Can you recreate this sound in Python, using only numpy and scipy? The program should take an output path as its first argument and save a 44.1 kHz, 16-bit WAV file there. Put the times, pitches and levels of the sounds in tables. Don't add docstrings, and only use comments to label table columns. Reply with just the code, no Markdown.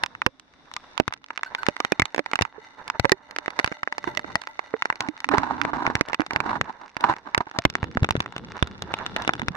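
import sys
import numpy as np
from scipy import signal
from scipy.fft import rfft, irfft, next_fast_len
from scipy.io import wavfile
from scipy.ndimage import uniform_filter1d, map_coordinates

SR = 44100
rng = np.random.default_rng(int(sys.argv[2]) if len(sys.argv) > 2 else 0)


def generate_wav(signal):
    frames = np.transpose(np.atleast_2d(signal))
    scaled = np.clip(frames, -1, 1) * 32767
    pcm = np.round(scaled).astype(np.int16)
    wavfile.write(sys.argv[1], SR, pcm)


N = 421596
TIME = np.arange(N) / SR


def amp(db):
    return 10 ** (np.asarray(db) / 20)


def unit(x):
    return x / np.sqrt(np.mean(x ** 2) + 1e-20)


def along(points, hz):
    knots_hz, values = np.transpose(points)
    return np.interp(np.log(hz + 1), np.log(knots_hz + 1), values)


def curves(rows):
    times, *columns = np.transpose(rows)
    return [np.interp(TIME, times, column) for column in columns]


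def strokes(rows, attack_s, release_s):
    gains = [amp(db) * np.interp(TIME, [s - attack_s, s, s + hold, s + hold + release_s], [0, 1, 1, 0])
             for s, hold, db in rows]
    return np.max(gains, axis=0)


def wobble(rate):
    knots = rng.standard_normal(int(N * rate / SR) + 4)
    return map_coordinates(knots, [TIME * rate], order=2)


def grains(rate, spread_db):
    sizes = amp(spread_db * np.minimum(rng.standard_normal((2, N)), 2))
    signs = rng.choice([-1, 1], (2, N))
    return unit(sizes * signs * (rng.random((2, N)) < rate / SR))


def filtered(x, response):
    size = next_fast_len(N + SR // 2, real=True)
    size += size % 2
    return irfft(rfft(x, size) * response(np.fft.rfftfreq(size, 1 / SR)), size)[..., :N]


def causal(db):
    cepstrum = irfft(np.log(amp(db)))
    half = cepstrum.shape[-1] // 2
    cepstrum[..., 1:half] *= 2
    cepstrum[..., half + 1:] = 0
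    return np.exp(rfft(cepstrum))


def resonances(modes, hz, soft_hz):
    ringing = sum(amp(db) * 1j * hz * width / (centre ** 2 - hz ** 2 + 1j * hz * width)
                  for centre, width, db in modes)
    return ringing / (1 + 1j * np.sqrt(2) * hz / soft_hz - (hz / soft_hz) ** 2)


def sides(pan_db):
    pair = np.array([pan_db / 2, -pan_db / 2])
    return pair - 10 * np.log10(np.mean(amp(pair) ** 2, axis=0))


def driven_mode(hz, width_hz, pan_db):
    swing = wobble(width_hz) + 1j * wobble(width_hz)
    ringing = unit(np.real(swing * np.exp(2j * np.pi * hz * TIME)))
    return amp(sides(pan_db))[:, None] * ringing


def add(track, s, sound):
    start = max(round(s * SR), 0)
    track[:, start:start + sound.shape[1]] += sound[:, :max(N - start, 0)]


# frequency in Hz, correlation coefficient.
PORT_COHERENCE = [(60, 0.62), (290, 0.69), (640, 1), (1410, 0.21), (3100, -0.01), (7000, -0.091)]
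# frequency in Hz, multiplier of the pan.
PAN_WEIGHT = [(60, 0.4), (140, 2), (330, 2), (800, 1.2), (1500, 1), (2400, 1.05), (4000, 0)]
def at_ports(pair, colour, pan_db, apart=1):
    size = next_fast_len(N // 2 + SR // 8, real=True) * 2
    hz, coarse = np.fft.rfftfreq(size, 1 / SR), np.fft.rfftfreq(2 ** 14, 1 / SR)
    angle = apart * np.arccos(np.clip(along(PORT_COHERENCE, coarse), -1, 1)) / 2
    left, right = colour(coarse) * amp(sides(pan_db * along(PAN_WEIGHT, coarse)))
    mid, side = rfft(pair, size)
    mid *= np.interp(hz, coarse, np.cos(angle))
    side *= np.interp(hz, coarse, np.sin(angle))
    spectra = [(mid + side) * np.interp(hz, coarse, left), (mid - side) * np.interp(hz, coarse, right)]
    return unit(irfft(np.array(spectra))[:, :N])


# time in seconds, relative levels of far hiss and near patter in dB.
HISS_PATTER_LEVELS = [(0, -55.5, -43), (.4, -61.5, -85), (.9, -54, -58), (1.2, -70, -63.5),
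                      (1.6, -55.5, -43), (2.52, -69.5, -52.5), (2.9, -62, -50.5), (3.22, -69, -46.5),
                      (3.6, -52, -43.5), (3.77, -82, -68), (3.95, -61.5, -60), (4.7, -64.5, -48),
                      (7.2, -66, -50), (8.5, -59, -50.5), (9.2, -51.5, -40.5), (9.56, -64, -46.5)]
# frequency in Hz, gain in dB.
HISS_SPECTRUM = [(100, 4), (400, 4), (900, 7.5), (1500, 4.5), (2300, 0), (2900, -3), (3650, 6),
                 (4250, -5.5), (4800, -4.5), (5700, -4.5), (7000, -22), (9000, -23), (15000, -50)]
PATTER_SPECTRUM = [(100, -6.5), (300, -2.5), (500, -0.5), (720, 0), (930, 9.5), (1170, 1), (1480, 1.5),
                   (1750, 2.5), (2000, -8.5), (2500, -12), (4000, -36), (6000, -31), (9000, -59),
                   (15000, -67)]
def rain(hiss_db=5, patter_db=1, flutter_db=6.0):
    far_db, near_db = curves(HISS_PATTER_LEVELS)
    hiss = at_ports(rng.standard_normal((2, N)), lambda hz: amp(along(HISS_SPECTRUM, hz)), pan_db=1.5)
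    impacts = grains(rate=2800, spread_db=11.0)
    patter = at_ports(impacts, lambda hz: causal(along(PATTER_SPECTRUM, hz)), pan_db=-6.0)
    hiss *= amp(far_db + hiss_db + 0.31 * wobble(35))
    patter *= amp(near_db + patter_db + flutter_db * wobble(25))
    return hiss + patter


# time in seconds, relative level in dB.
SPRAY_LEVELS = [(0, -65), (1.4, -40), (2.7, -54), (5.3, -39.5), (7.2, -47.5), (7.9, -37), (9.56, -47)]
# frequency in Hz, gain in dB.
TICK_SPECTRUM = [(50, -14), (400, -4.5), (1000, 15), (2000, 13.5), (2800, 3), (3700, 5.5), (4700, 3),
                 (6300, -11.5), (10000, -35), (16000, -67)]
def spray(gain_db=-7.5, pitch_step=1.24):
    small, large = [grains(rate=28, spread_db=7.5) for _ in range(2)]
    high = at_ports(small, lambda hz: causal(along(TICK_SPECTRUM, hz / pitch_step)), pan_db=-2.5)
    low = at_ports(large, lambda hz: causal(along(TICK_SPECTRUM, hz * pitch_step)), pan_db=-2.5)
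    return amp(curves(SPRAY_LEVELS)[0] + gain_db) * (high + low)


# frequency in Hz, bandwidth in Hz, gain in dB.
HOLLOW_MODES = [(890, 50, 5), (1360, 29, 5), (1560, 23, 2), (1995, 87, 5.5), (2860, 180, -6.5),
                (3670, 110, -0.5), (4200, 72, -3.5), (4700, 60, -19), (5830, 150, -4)]
# time in seconds, relative level in dB.
DRUMMING_LEVELS = [(0, -72), (1.3, -59.5), (1.8, -45.5), (2.55, -52.5), (2.85, -53), (3.45, -47),
                   (4.5, -49.5), (6.8, -58), (9.56, -111)]
LOW_NOTE_LEVELS = [(2.9, -72), (3.3, -51.5), (3.7, -51.5), (4.5, -56), (4.9, -73)]
def drumming(gain_db=1, sway_db=3.5):
    knocks = grains(rate=260, spread_db=4)
    ringing = at_ports(knocks, lambda hz: resonances(HOLLOW_MODES, hz, soft_hz=3600), pan_db=0.0)
    ringing *= amp(curves(DRUMMING_LEVELS)[0] + gain_db)
    low_note = amp(curves(LOW_NOTE_LEVELS)[0]) * driven_mode(hz=593, width_hz=28, pan_db=-16.5)
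    return amp(sway_db * wobble(15)) * (ringing + low_note)


# start in seconds, length in seconds, level in dB.
GRIP_SHIFTS = [(.03, 0.15, -61), (4.09, 0.23, -48), (5.35, 0.6, -44), (6.38, 0.2, -41.5), (7.75, 0.44, -44),
               (8.2, 0.33, -48.5), (8.68, 0.79, -44)]
# frequency in Hz, gain in dB.
RUMBLE_SPECTRUM = [(20, -34), (50, -5.5), (90, -2), (200, -1.5), (330, -5.5), (500, -9), (900, -54),
                   (3000, -73)]
def handling(lump_db=3, rest_db=-68):
    lumps = rng.standard_normal((2, N)) * amp(lump_db * wobble(25))
    grip = amp(rest_db) + strokes(GRIP_SHIFTS, attack_s=0.11, release_s=0.1)
    return grip * at_ports(lumps, lambda hz: amp(along(RUMBLE_SPECTRUM, hz)), pan_db=0.5)


# frequency in Hz, bandwidth in Hz, gain in dB.
CASING_MODES = [(135, 27, -12.5), (297.6, 128, 4), (648, 93, -2.5), (814, 120, 3), (915, 122, 4.5),
                (1150, 64, -19), (1430, 150, -7.5), (3520, 340, -20), (3900, 56, -12), (5200, 430, -23)]
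def casing(hz):
    return resonances(CASING_MODES, hz, soft_hz=2010)


# start in seconds, strength in dB, then thump (bass), knock (low middle)
# and splash (treble) in dB relative to the strength, pan in dB.
CASING_DROPS = [(0.0365, 17.5, -14, -13.5, -12, -4.5), (0.0619, 5, -16.0, -42, -9.5, -21),
                (0.151, 2.5, -12, -21, -20, -3.5), (0.2182, 16, -22, -17, -24, -4),
                (0.2638, 23.5, 3.5, 4, -15, -9), (0.3974, -12.5, 3, -11, -2, -15),
                (0.715, -2.5, -15, -30, -15, 0), (0.738, -7, -1, -16, -3, 5),
                (0.765, 8, -13, -16, -8.5, -3.5), (0.978, 13, -46, -22, -9, -9),
                (0.9998, 17.5, 3.5, 11.5, -16.5, -7), (1.0793, 14, 7, -2, -12, 3),
                (1.125, 7, -28, -16, -21, -1), (1.1373, 3, -27, -13, -7.5, -7.5),
                (1.242, -8.5, -34, -25, -7.5, -14), (1.305, 8.5, -39, -7, -30.5, -1),
                (1.3762, 10.5, -38, -15.5, -15, -17), (1.433, 14, -62, -15, -16.5, -3.5),
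                (1.5491, 15, -27, -17, -18.5, -5), (1.6321, 11, -27, -21, -19, -12),
                (1.666, 13.5, -25, -18, -13, 8), (1.6858, 19.5, 4.5, 12, -15.5, -8),
                (1.7657, 7, -29, -5, -16, -9), (1.8027, 12.5, -27, 1, -13.5, -6.5),
                (1.8489, 16.5, -5, -1.5, -14.5, -6.5), (1.921, 18.5, -5, 12.5, -13.5, -12),
                (1.997, 20, 4, 4.5, -13.5, -5), (2.0199, 19.5, 9, -1.5, -13, -1),
                (2.055, 8, -25, -11, -9.5, -5), (2.146, 10.5, -20, 2, -15.5, -4.5),
                (2.162, 2, -24, 9.5, -10, -11), (2.1799, 12, -12, 3, -22.5, -12),
                (2.1928, 14.5, -12, 13, -17, -6.5), (2.2614, 9.5, -23, -13, -20, -5.5),
                (2.3147, 3.5, -35, -1, -14, -6), (2.3341, 18.5, -13, -4.5, -22, -4),
                (2.3562, 14.5, -10, -13, -11.5, -5), (2.39, 19, -29, -7.5, -28, -8),
                (2.411, 12, 15, 4.5, -14, 0), (2.421, 15.5, 7, -6.5, -7, -6),
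                (2.4516, 11, -27, -26, -26, -14), (2.879, 3, -8, -7, -9, -7),
                (2.9001, 16, -15, -16, -15.5, -3.5), (2.9972, 16, 12.5, 0.5, -11, 2),
                (3.046, 19, 3, 5, -29, -9), (3.0529, 22, 0, -0.5, -22, -11),
                (3.0948, 14.5, -26, -6, -14.5, -5.5), (3.119, 22.5, -3, 7.5, -13, -10),
                (3.31, -3, -16, -10, -8.5, -6), (3.363, 9, -38, -5, -13.5, -3.5),
                (3.3857, 12.5, -51, 0, -10.5, -3), (3.4604, 6.5, -22, -3, -13.5, -2),
                (3.48, 13, -8, 2.5, -26, -11), (3.5047, 2, -21, -7, -10, -8),
                (3.5904, 19.5, -33, -9, -20, -5.5), (3.597, 17, -14, -3, -16, -4),
                (3.6444, 20, 6, -2, -14, -8), (3.6617, 4, -34, -16, -8, 10), (3.676, 10.5, -8, -1, -18, -6),
                (3.7165, 1, 7, 10, -22, -10), (3.7232, 7.5, -14, -1, -21.5, -3.5),
                (3.832, 14.5, -10, -13, -23.5, -6), (3.875, 14, -27, 2.5, -27.5, -4),
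                (3.925, 12.5, -21.5, -8, -17.5, 1), (3.9818, 9.5, -36, -4, -13, -4.5),
                (4.0414, 9.5, -7, -5, -24, -14), (4.0764, 7.5, 8, -6, -28, -11),
                (4.15, -2, -20, -10, -13, -4), (4.173, 12.5, 0, -1, -6, -12),
                (4.1936, 8, -11, -10, -19, -6), (4.2445, 4, -31, 12, -28, -8), (4.3555, 18, 3, 1, -10, 0),
                (4.417, 1, -27, -10, -11.5, -15), (4.437, -2.5, -25, -18, -19, -10),
                (4.4723, 7, -44, -10, -16.5, -4), (4.5925, 14, -34, -8.5, -23.5, -10.5),
                (4.7396, 9.5, -12, 9.5, -46, -8.5), (4.8224, 18, -15, -17, -16, -5.5),
                (4.8556, 16, -22, -1.5, -19, -4), (4.9011, 20.5, -14, -16, -25, -0.5),
                (4.926, 9, -32, -4, -24.5, -4), (4.957, -2, -18, -4, -10.5, -3),
                (5.0063, 12.5, -0.5, -4.5, -7.5, -0.5), (5.0869, 7, -4, 6, -13, -6),
                (5.204, 1, -18, -18, -8, -5), (5.2437, 15.5, -29, -9.5, -16, -6),
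                (5.2892, 16, -21, -4, -18, -7.5), (5.338, 16.5, -14, 7.5, -31, -5),
                (5.3823, 20.5, 8, 1, -18.5, -8), (5.6153, 19, -20, -23, -17, -18),
                (5.651, 14, 2, 7, -16.5, 7.5), (5.8658, 20, -21, -17, -20, -2.5),
                (5.9534, 18, 7.5, -2, -12.5, -3), (5.964, 6, -15, -4, -29, -6),
                (6.0105, 21, 1, 6.5, -14.5, -8.5), (6.086, 0, 1, 7, -8.5, 21),
                (6.0985, 3, -17, -1, -23, -8), (6.132, 14.5, -12, -3, -21.5, -7),
                (6.1448, 15, -17, -9, -15, -3), (6.197, 13, -10, 11.5, -37, -8),
                (6.2058, 12, 3, -2, -16, -14), (6.2177, 10.5, -22, 1, -26, -5),
                (6.2643, 2.5, -26, -1, -14.5, -6), (6.3081, 14, -17.0, -5, -22.5, -5.5),
                (6.334, 3, 5, 9, -10, -5), (6.361, 21, 1.5, -2, -23, -6.5),
                (6.4036, 18, -1, -3, -18.5, -10), (6.6123, 19, 4.5, -1.5, -19.5, -3.5),
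                (6.9675, 11, 2, 3.5, -15.5, -10), (7.008, 0, -10, 7, -4, -2),
                (7.0408, 16, -18, -18, -21, -3), (7.1377, 6, -6, -1, -23.5, 1),
                (7.165, -0.5, -13, -3, -18, -1), (7.3474, 22.5, -18, -16, -19.5, -4),
                (7.378, 17, 6, 3, -13, -3.5), (7.513, -0.5, -10, -3, -17, -6),
                (7.5877, 14.5, 9.5, 6, -5, 0), (7.652, 24, 11.5, 10, -13, -4),
                (7.7006, 0.5, 11, -5, -4, -4), (7.7534, 17.5, -5, 3, -16, -3.5),
                (7.8298, 11, 22.5, 6, -21, -2), (7.8418, 5, -3, 2, -14, -8),
                (7.972, 16.5, 12, 7, -28.5, -9.5), (8.032, 7, 26.5, 15.5, -9, 0.5),
                (8.0452, 15.5, 0, 2.5, -14, 0), (8.0896, 10.5, -3, 1.5, -16, 0.5),
                (8.108, 15.5, 11, -3, -8.5, -8), (8.1535, 7.5, 17, 14, -24, 0.5),
                (8.1655, 3, 2, 5, -17, -6), (8.204, 13.5, 10, 4, -9.5, 0), (8.2609, 5.5, -3, 1, -21, -3),
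                (8.324, -6, -10, 2, -9, 5), (8.364, 4, 5, 4, -15.5, -1), (8.381, -3, -7, -6, -5, -1),
                (8.568, -5, -9, -4, -10, 2), (8.5912, -1.5, -11, -19, -20, -8),
                (8.6261, 18, 15, 8, -14, -7), (8.673, -3, -6, -4, -8.5, -5), (8.822, 2, 12, 3.5, -5, -3),
                (8.9396, 12, -4, -1, -12.5, -1), (8.988, 3.5, -17, -17, -15.5, -9),
                (9.0635, 7.5, -28, -7, -8, -1), (9.1638, 12.5, -10, 0, -8.5, -3),
                (9.2214, -2, 11, -4, -1, -4), (9.249, 1.5, -13, -2, -15, 0),
                (9.2772, 14, -2, 5.5, -10.5, -3.5), (9.2925, 20, -4, 2, -25.5, 2),
                (9.3356, 7, -36, 1, -10.5, -4), (9.3532, -1.5, 8, -10, -16, 0),
                (9.396, 5, 15, 4.5, -10.5, -1), (9.418, 10.5, -1, -5, -20, 0),
                (9.4839, 13.5, 12.5, 3.5, -7.5, 7.5), (9.552, -2.5, -12, -3, -13, -1)]
# frequency in Hz, gain in dB.
CLACK_SPECTRUM = [(1500, 2), (2150, -1), (2750, 3.5), (3650, 7.5), (4400, -5.5), (5500, 0)]
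# time in seconds, signed weight.
CLACK_WEIGHT = [(1.5, 0.28), (3.2, -0.38), (4.6, -0.15), (5.5, 0.21), (6.2, -.1), (7.3, -0.27), (8.4, 1)]
def drops(splash_share=0.3, splash_s=0.00096, splash_low_hz=600, ring_db=-18, ring_t60=0.031):
    size, lead = 2048, 32
    track, t, hz = np.zeros((2, N)), np.arange(size) / SR, np.fft.rfftfreq(size, 1 / SR)
    midband = (hz > 900) & (hz < 2400)
    unit_midband = lambda z: z / np.sqrt(np.mean(np.abs(z[..., midband]) ** 2, axis=-1, keepdims=True))
    body, pan_weight = casing(hz), along(PAN_WEIGHT, hz)
    above_bass = (1j * hz / (splash_low_hz + 1j * hz)) ** 2
    bass = 1 / (1 + (hz / 120) ** 2)
    for s, db, thump_db, knock_db, splash_db, pan_db in CASING_DROPS:
        fatness = np.clip(2 + knock_db / 25, 0.4, 1.6)
        noise = rng.standard_normal((2, size)) + 0.74 * rng.standard_normal(size)
        splash = unit_midband(rfft(noise * np.exp(-t / (splash_s * fatness))) * above_bass)
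        tail = rng.standard_normal((2, size)) * amp(-60 * t / ring_t60)
        ring = unit_midband(rfft(tail) * body)
        share = np.clip(splash_share * fatness, 0.05, 0.9)
        smack = -np.sqrt(1 - share)
        blow = unit_midband(smack + np.sqrt(share) * splash + amp(ring_db) * ring)
        colour = [(8, thump_db - 31), (35, thump_db - 11.5), (100, thump_db + 1),
                  (300, knock_db - 0.5), (620, knock_db / 1.3 - 2), (900, 1), (1950, 1),
                  (2800, splash_db / 2 + 1), (3800, splash_db + 1.5), (5800, splash_db - 4.5),
                  (9000, splash_db - 18), (12000, splash_db - 28.5), (16000, splash_db - 34)]
        push_db = 3 * rng.standard_normal() * bass
        clack_db = np.interp(s, *np.transpose(CLACK_WEIGHT)) * along(CLACK_SPECTRUM, hz)
        tap = blow * causal(along(colour, hz) + clack_db + sides(pan_db * pan_weight + push_db))
        right_lag_s = 0.00016 * (1 + 0.3 * rng.standard_normal())
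        tap[1] *= np.exp(-2j * np.pi * hz * right_lag_s)
        add(track, s - lead / SR, amp(db) * np.roll(irfft(tap), lead, axis=1))
    return track


def dip_after(hits, window_s=0.0037, threshold_db=-25, share=0.46, recovery_db_per_s=16.5):
    power = np.abs(uniform_filter1d(np.mean(hits ** 2, axis=0), round(window_s * SR)))
    excess_db = np.maximum(10 * np.log10(power + 1e-20) - threshold_db, 0)
    recovered_db = recovery_db_per_s * TIME
    held_db = np.maximum.accumulate(excess_db + recovered_db) - recovered_db
    return amp(-share * held_db)


# start in seconds, relative level in dB, starting pitch in Hz, pan in dB.
RINGING_DROPS = [(0.263, -17, 1010, -24), (.265, -15.5, 500, -20), (0.769, -23.5, 1180, 2),
                 (1.686, -14.5, 580, -12), (1.803, -11.5, 1190, -7), (1.922, -6, 2410, -4),
                 (1.998, -2.5, 2170, 2), (2.0202, -2.5, 2010, -2), (2.193, -18, 574, -22),
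                 (2.581, -25, 428, -15), (3.053, -11, 540, -12), (3.121, 1.5, 1840, -11),
                 (3.121, -10, 369, -15), (3.595, -23, 1290, -7), (4.073, -15.5, 343, -10),
                 (4.173, -5.5, 1950, -15), (4.174, -21, 602, -8), (4.355, -5.5, 1900, 8),
                 (4.357, -20, 670, -15), (4.739, -9, 438, -24), (5.087, -11, 302, -21),
                 (5.336, -5.5, 404, -15), (6.197, -4.5, 308, -23), (7.588, -14, 670, -8),
                 (7.652, -1, 2090, 13), (7.653, -12, 62, 5), (7.955, -15, 230, 1), (8.023, 0, 88, 0),
                 (8.176, -14, 127, 1), (8.625, -9, 75, -7), (9.426, -16.5, 228, -11),
                 (9.505, -18.5, 172, -7)]
def plops(attack_s=0.00084, bass_t60=0.06, damped_hz=656, glide=0.031, gain_db=-3, low_cut_hz=45):
    track, t = np.zeros((2, N)), np.arange(SR // 5) / SR
    for s, db, hz, pan_db in RINGING_DROPS:
        t60 = bass_t60 / np.hypot(1, hz / damped_hz)
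        phase = 2 * np.pi * hz * (t + glide * t * t / t60)
        envelope = amp(db + gain_db - 60 * t / t60) * (1 - np.exp(-t / attack_s))
        add(track, s, amp(sides(pan_db))[:, None] * -np.sin(phase) * envelope)
    return filtered(track, lambda hz: 1j * hz / (low_cut_hz + 1j * hz))


def drips(rows, modes, attack_s=0.0042, blur_hz=22, splash_db=-9, splash_t60=0.03, splash_hz=1700):
    track, t = np.zeros((2, N)), np.arange(SR // 3) / SR
    band = signal.butter(1, [splash_hz / 2, splash_hz * 2], "bandpass", fs=SR)
    step_cycles = np.sqrt(blur_hz / (2 * np.pi * SR))
    for s, db in rows:
        ring = np.zeros((2, len(t)))
        for hz, mode_db, t60 in modes:
            envelope = amp(mode_db + 2 * rng.standard_normal((2, 1)) - 60 * t / t60)
            drift = rng.random((2, 1)) + step_cycles * np.cumsum(rng.standard_normal(ring.shape), axis=1)
            ring += envelope * np.sin(2 * np.pi * (hz * t + drift))
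        noise = signal.lfilter(*band, signal.lfilter(*band, rng.standard_normal(ring.shape)))
        splash = unit(noise) * amp(splash_db - 60 * t / splash_t60)
        add(track, s, amp(db) * (ring + splash) * (1 - np.exp(-t / attack_s)))
    return track


# start in seconds, level in dB.
METAL_DRIPS = [(1.46, -29), (1.582, -25), (1.615, -32)]
# frequency in Hz, gain in dB, time to decay by 60 dB in seconds.
METAL_MODES = [(899, -15, 0.085), (1530, 2.5, 0.079), (2900, -27, 0.086), (4274, -17, 0.1),
               (4500, -21, .12)]
def metal_pings():
    return drips(METAL_DRIPS, METAL_MODES)


# start in seconds, length in seconds, relative level in dB.
RUB_STROKES = [(4.285, 0.021, -41), (5.01, 0.059, -34), (5.312, 0.079, -26.5), (5.39, 0.3, -33),
               (5.745, 0.13, -32), (5.92, 0.091, -41), (6.32, 0.14, -36.5), (6.455, .11, -32),
               (6.685, 0.015, -34), (6.8, 0.049, -42), (7.01, .03, -33.5), (7.042, 0.076, -25.5),
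               (7.262, 0.017, -35), (7.55, 0.014, -34.5)]
# start in seconds, relative level in dB.
RUB_CATCHES = [(4.074, -18.5), (5.311, -17.5), (5.343, -22), (5.372, -18), (5.432, -20), (5.509, -22),
               (5.691, -24.5), (5.733, -19.5), (5.793, -25), (5.822, -27), (5.853, -25), (5.876, -18.5),
               (5.9, -17.5), (5.91, -33.5), (6.46, -21), (6.493, -22), (6.508, -24.5), (6.53, -27),
               (6.555, -20), (6.69, -32), (7.04, -12.5), (7.087, -20), (7.093, -21), (7.113, -25.5),
               (7.405, -18), (7.468, -32.5)]
# frequency in Hz, gain in dB.
SLIP_SPECTRUM = [(150, -4), (300, -4.5), (600, -4.5), (1000, 0.5), (1550, 1), (2300, -4), (3500, 1.5),
                 (6000, 1), (9000, -1), (13000, -16)]
# time in seconds, level in dB.
BOOM_LEVELS = [(5.24, -66), (5.3, -27), (5.35, -35), (5.42, -35), (5.63, -37), (5.95, -39.5), (6.05, -82)]
def rubbing(gain_db=1, catch_db=1, catch_rise_s=0.0004, catch_decay_s=0.0062, right_lag_s=0.00015):
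    slips = grains(rate=1800, spread_db=7.0) * amp(2.5 * wobble(110))
    force = strokes(RUB_STROKES, attack_s=0.013, release_s=0.024)[None]
    t = np.arange(SR // 16) / SR
    catch = np.exp(-t / catch_decay_s) * (1 - np.exp(-t / catch_rise_s))
    for s, db in RUB_CATCHES:
        add(force, s, amp(db + catch_db) * catch[None])
    body = at_ports(slips, lambda hz: casing(hz) * amp(along(SLIP_SPECTRUM, hz)), pan_db=-5, apart=0.94)
    body[1] = filtered(body[1], lambda hz: np.exp(-2j * np.pi * hz * right_lag_s))
    boom = amp(curves(BOOM_LEVELS)[0]) * driven_mode(hz=278, width_hz=64, pan_db=-20)
    return amp(gain_db) * force * body + boom


# start in seconds, level in dB.
HEAVY_DRIPS = [(4.075, -25), (4.484, -34.5)]
# frequency in Hz, gain in dB, time to decay by 60 dB in seconds.
STRUCK_HOLLOW_MODES = [(890, 0, .14), (1362, -11, 0.17), (1980, -8, 0.17), (3500, -22, 0.14)]
def hollow_drips():
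    return drips(HEAVY_DRIPS, STRUCK_HOLLOW_MODES)


# frequency in Hz, bandwidth in Hz, gain in dB.
SURFACE_MODES = [(910, 310, 6), (1360, 77, 8), (1850, 300, -3), (2820, 280, -1.5), (3410, 290, 0)]
# time in seconds, relative level in dB.
SIZZLE_LEVELS = [(7.3, -84), (7.7, -35.5), (8.3, -49), (8.8, -40), (9, -39), (9.27, -36), (9.4, -38),
                 (9.56, -48)]
def sizzle(gain_db=-1, dull_hz=4300):
    splashes = grains(rate=300, spread_db=9) * amp(3 * wobble(30))
    low_pass = lambda hz: causal(-10 * np.log10(1 + (hz / dull_hz) ** 6))
    surface = lambda hz: resonances(SURFACE_MODES, hz, soft_hz=6000) * low_pass(hz)
    return amp(curves(SIZZLE_LEVELS)[0] + gain_db) * at_ports(splashes, surface, pan_db=0.5)


def scene():
    hits = drops() + plops()
    bed = rain() + spray() + drumming() + sizzle()
    return hits + dip_after(hits) * bed + metal_pings() + hollow_drips() + rubbing() + handling()


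# frequency in Hz, bandwidth in Hz.
MICROPHONE_NOTCHES = [(2505, 122), (3200, 280), (4990, 115)]
def record(dry):
    top_hz = 16200
    notches = lambda hz: np.prod([(centre ** 2 - hz ** 2) / (centre ** 2 - hz ** 2 + 1j * hz * width)
                                  for centre, width in MICROPHONE_NOTCHES], axis=0)
    coloured = filtered(dry, notches)
    limited = coloured / (1 + coloured ** 6) ** (1 / 6)
    return filtered(limited, lambda hz: 1 / np.sqrt(1 + (hz / top_hz) ** 160))


dry = scene()
out = record(dry)
generate_wav(out)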